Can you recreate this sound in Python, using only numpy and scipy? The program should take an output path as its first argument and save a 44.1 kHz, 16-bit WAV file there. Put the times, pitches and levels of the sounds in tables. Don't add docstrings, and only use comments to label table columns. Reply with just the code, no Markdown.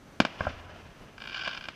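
import sys
import numpy as np
from scipy import signal
from scipy.fft import rfft, irfft
from scipy.io import wavfile
from scipy.ndimage import uniform_filter1d

SR = 44100
rng = np.random.default_rng(int(sys.argv[2]) if len(sys.argv) > 2 else 0)


def elevation(decibels):
    levels = np.asarray(decibels, float)
    return 10 ** (levels / 20)


def bounce(signal):
    frames = np.transpose(np.atleast_2d(signal))
    limited = np.clip(frames, -1, 1)
    pcm = np.round(limited * 32767).astype(np.int16)
    wavfile.write(sys.argv[1], SR, pcm)


N = 77175

# (pitch [Hz], level [dB per Hz])
NIGHT_HISS = [(30, -2.5), (60, -3.5), (250, -5.5), (700, -15), (1500, -17.5), (3000, -25), (6200, -32.5),
              (14500, -44.5)]
# (pitch [Hz], width [Hz], level [dB])
WHINES = [(6050, 120, -76), (11830, 130, -90)]
# (delay [ms], gain [minus = upside down])
NEAR_ECHOES = [(0.0, 0.45), (0.16, 0.16), (0.25, 0.3), (0.36, 1.0), (0.52, -0.41), (0.7, -0.37),
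               (0.79, -0.15), (0.86, -0.35), (1.32, -0.19), (1.52, 0.17), (1.63, 0.35), (1.86, -0.45),
               (1.97, -0.21), (2.15, -0.34), (2.52, -0.33), (2.61, -0.49), (2.7, -0.3), (2.83, 0.19),
               (2.95, 0.32), (3.29, 0.16), (3.65, 0.16), (3.83, 0.19), (4.13, 0.28), (4.33, -0.21),
               (4.54, 0.15), (4.85, 0.14), (5.1, -0.17), (5.58, -0.14), (6.21, -0.19), (6.35, -0.17)]
# (pitch [Hz], level [dB per Hz])
ROLL_TONE = [(120, -4), (250, -10.5), (600, -3.5), (1500, -4.5), (3200, -8), (3900, -14), (6500, -7),
             (9000, -13)]
# (delay [s], level [dB])
ROLL_STRENGTH = [(0, -76), (0.031, -29), (.09, -34), (.17, -32.5), (.24, -29), (.35, -35.5), (.6, -39.5),
                 (.9, -47), (1.5, -48.5)]
# (pitch [Hz], width [Hz], level [dB])
HOLLOW_SPOTS = [(1540, 170, -2), (2923, 665, -1), (4460, 1970, -6.5)]
# (time [s], peak level [dB])
LONE_POPS = [(1.1801, -31.5), (1.2029, -35), (1.214, -36.5), (1.2195, -31), (1.239, -32), (1.2523, -34.5),
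             (1.257, -30.5), (1.2735, -26.5), (1.2869, -33.5), (1.2959, -29), (1.3087, -34),
             (1.3183, -35.5), (1.325, -36), (1.3358, -41), (1.3448, -24.5), (1.3602, -30), (1.3934, -25.5),
             (1.4202, -32.5), (1.4464, -26.5), (1.5484, -25.5), (1.5683, -35), (1.5744, -24.5),
             (1.6097, -31.5), (1.6244, -35), (1.6272, -48), (1.64, -29.5), (1.6544, -31)]
# (time [s], level [dB])
PATTER = [
    (1.29, -48),
    (1.33, -22.5),
    (1.37, -20),
    (1.462, -21.5),
    (1.535, -24.5),
    (1.585, -32.5),
    (1.598, -60),
]
# (time [s], level [dB], pitch [Hz], time to fall 60 dB [s])
DEEP_THUMPS = [
    (0.2045, -44, 59.2, 0.069),
    (0.4059, -26, 89, 0.083),
    (0.471, -26, 84, 0.12),
]
# (time [s], level [dB], shock length [ms], share of slow push [0-1], air cut-off [Hz])
SHELL_BURSTS = [(.20211, -1, 0.12, 0.43, 5020), (.2505, -8, 0.16, 0.14, 4860),
                (.4069, -3.5, 0.08, 0.13, 1720), (.40872, -6.5, 0.077, 0.14, 1650),
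                (.4099, -25, .06, .05, 2630), (0.4376, -23.5, 0.16, 0.14, 1800),
                (.5045, -25, .1, 0.14, 1810), (.4515, -17.5, 0.13, 0, 1700),
                (.4521, -20.5, 0.13, 0.25, 1720), (.46827, -8.5, 0.15, 0.17, 1230),
                (.46972, -5.5, 0.063, 0.16, 1270), (.4713, -11.5, 0.11, 0.18, 1210),
                (.4735, -21, 0.23, 0.22, 1800), (.4785, -19, 0.14, 0.03, 1860),
                (1.4719, -20.5, 0.14, 0.04, 4130), (1.47608, -9.5, 0.092, 0.05, 4270),
                (1.47789, -14.5, 0.12, 0.09, 3830), (1.68585, -12, 0.085, 0.03, 4280)]


def unit(x):
    return x / np.sqrt(np.mean(x ** 2))


def cut(x, hz, kind="low", order=4):
    return signal.sosfilt(signal.butter(order, hz, kind, fs=SR, output="sos"), x + 1e-18)


def band(x, hz, width):
    return cut(x, [hz - width / 2, hz + width / 2], "bandpass", order=1)


def noise(table):
    hz, db = np.array(table).T
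    f = np.maximum(np.arange(N // 2 + 1) * SR / N, 1)
    shape = elevation(np.interp(np.log(f), np.log(hz), db))
    shape = shape * np.minimum(f / hz[0], 1) ** 2
    return unit(irfft(rfft(rng.standard_normal(N)) * shape, N))


def walk(rate):
    k = int(SR / rate)
    steps = np.repeat(rng.standard_normal(N // k + 1), k)
    return unit(uniform_filter1d(steps, k)[:N])


def clicks(s, gain):
    at, out = np.asarray(s) * SR, np.zeros(N + 1)
    i = at.astype(int)
    np.add.at(out, i, gain * (1 - at + i))
    np.add.at(out, i + 1, gain * (at - i))
    return out[:N]


def wave(ms):
    u = np.arange(N // 40) / SR * 1000 / max(ms, .02)
    return -(1 - u) * np.exp(-u)


def through(x, response):
    return signal.fftconvolve(x, response)[:N]


def night_air():
    return elevation(-53 + 1.14 * walk(12.24)) * noise(NIGHT_HISS)


def whine():
    return sum(elevation(db) * unit(band(rng.standard_normal(N), hz, width)) for hz, width, db in WHINES)


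def town():
    wall_s, wall_db, smear_s = 0.013, -21.5, 0.0064
    t = np.arange(N) / SR
    late = np.maximum(t - wall_s, 0)
    wall = (t > wall_s) * np.exp(-late / smear_s) * rng.standard_normal(N) * elevation(wall_db) / 8
    delay, strength_db = np.array(ROLL_STRENGTH).T
    patchy_db = 2.5 * walk(59.4)
    roll = noise(ROLL_TONE) * elevation(np.interp(t, delay, strength_db) + patchy_db) / 30
    return wall, roll


def nearby():
    scatter_db, from_ms, t60_s = -32, 3.7, 0.09
    ms, gain = np.array(NEAR_ECHOES).T
    late = np.maximum(np.arange(N // 40) / SR - from_ms / 1000, 0)
    scatter = (late > 0) * elevation(scatter_db - 60 * late / t60_s) * rng.standard_normal(len(late))
    return clicks(ms / 1000, gain)[:len(late)] + scatter


def hollows(x):
    return x + sum(elevation(db) * band(x, hz, width) for hz, width, db in HOLLOW_SPOTS)


def crackle():
    pop_db, pop_ms, pop_hz, pop_low_hz = 8, 0.11, 5110, 1050
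    twin_s, twin_db = 0.0033, -5.5
    per_s, scatter_db = 310, 3.5
    chance = rng.random((400, 3))

    s, db = np.array(LONE_POPS).T
    lone = clicks(s, elevation(db + pop_db))
    twins = clicks(s + twin_s * chance[:len(s), 2], elevation(db + pop_db + twin_db))

    at, level_db = np.array(PATTER).T
    gaps = -np.log(.03 + .97 * chance[:, 0]) / per_s
    when = at[0] + np.cumsum(gaps)
    size_db = np.interp(when, at, level_db) - scatter_db * np.log(0.098 + chance[:, 1])
    on = when < at[-1]
    patter = clicks(when[on], elevation(size_db[on] - 4))

    pop = cut(cut(wave(pop_ms), pop_hz), 1.17 * pop_hz)
    return cut(through(lone + twins + patter, pop), pop_low_hz, "high", order=2)


def thumps():
    rumble_db, rumble_t60_s, rumble_hz = -17.5, 1.9, 141
    t = np.arange(N) / SR
    swing = np.zeros(N)
    for s, db, hz, t60 in DEEP_THUMPS:
        since = np.maximum(t - s, 0)
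        swing += elevation(db) * np.sin(2 * np.pi * hz * since) * elevation(-60 * since / t60)
    valley = unit(cut(rng.standard_normal(N), rumble_hz, order=2))
    valley = valley * elevation(rumble_db - 60 * t / rumble_t60_s) / 300
    return swing + through(swing, valley)


def blasts():
    snap_db, snap_hz, push_ms = -18.5, 9550, 1.17
    first = clicks([SHELL_BURSTS[0][0]], elevation(snap_db))
    out = cut(first, [snap_hz / 1.07, snap_hz * 0.98], "bandpass", order=1)
    for s, db, ms, push, hz in SHELL_BURSTS:
        burst = cut(wave(ms) + push * wave(push_ms), hz)
        out = out + through(clicks([s], elevation(db)), burst)
    return out


def scene():
    star_roll_db, diffuse = -4.5, 0.81
    shells = blasts()
    stars = elevation(-2.5) * hollows(crackle())
    wall, roll = town()
    sky = shells + stars
    rolled = elevation(-1.0) * hollows(through(shells + elevation(star_roll_db) * stars, roll))
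    arriving = sky + through(sky, wall) + (1 - diffuse) * rolled
    heard = through(arriving, nearby()) + 2 * diffuse * rolled
    return (heard + thumps() + night_air() + whine())[None]


def low_pass(x):
    return signal.sosfilt(signal.butter(12, 15660, fs=SR, output="sos"), x)


def record(dry):
    top_cut = signal.ellip(8, .2, 60, 14950, fs=SR, output="sos")
    mix = signal.sosfilt(top_cut, dry)
    return low_pass(mix)


dry = scene()
out = record(dry)
bounce(out)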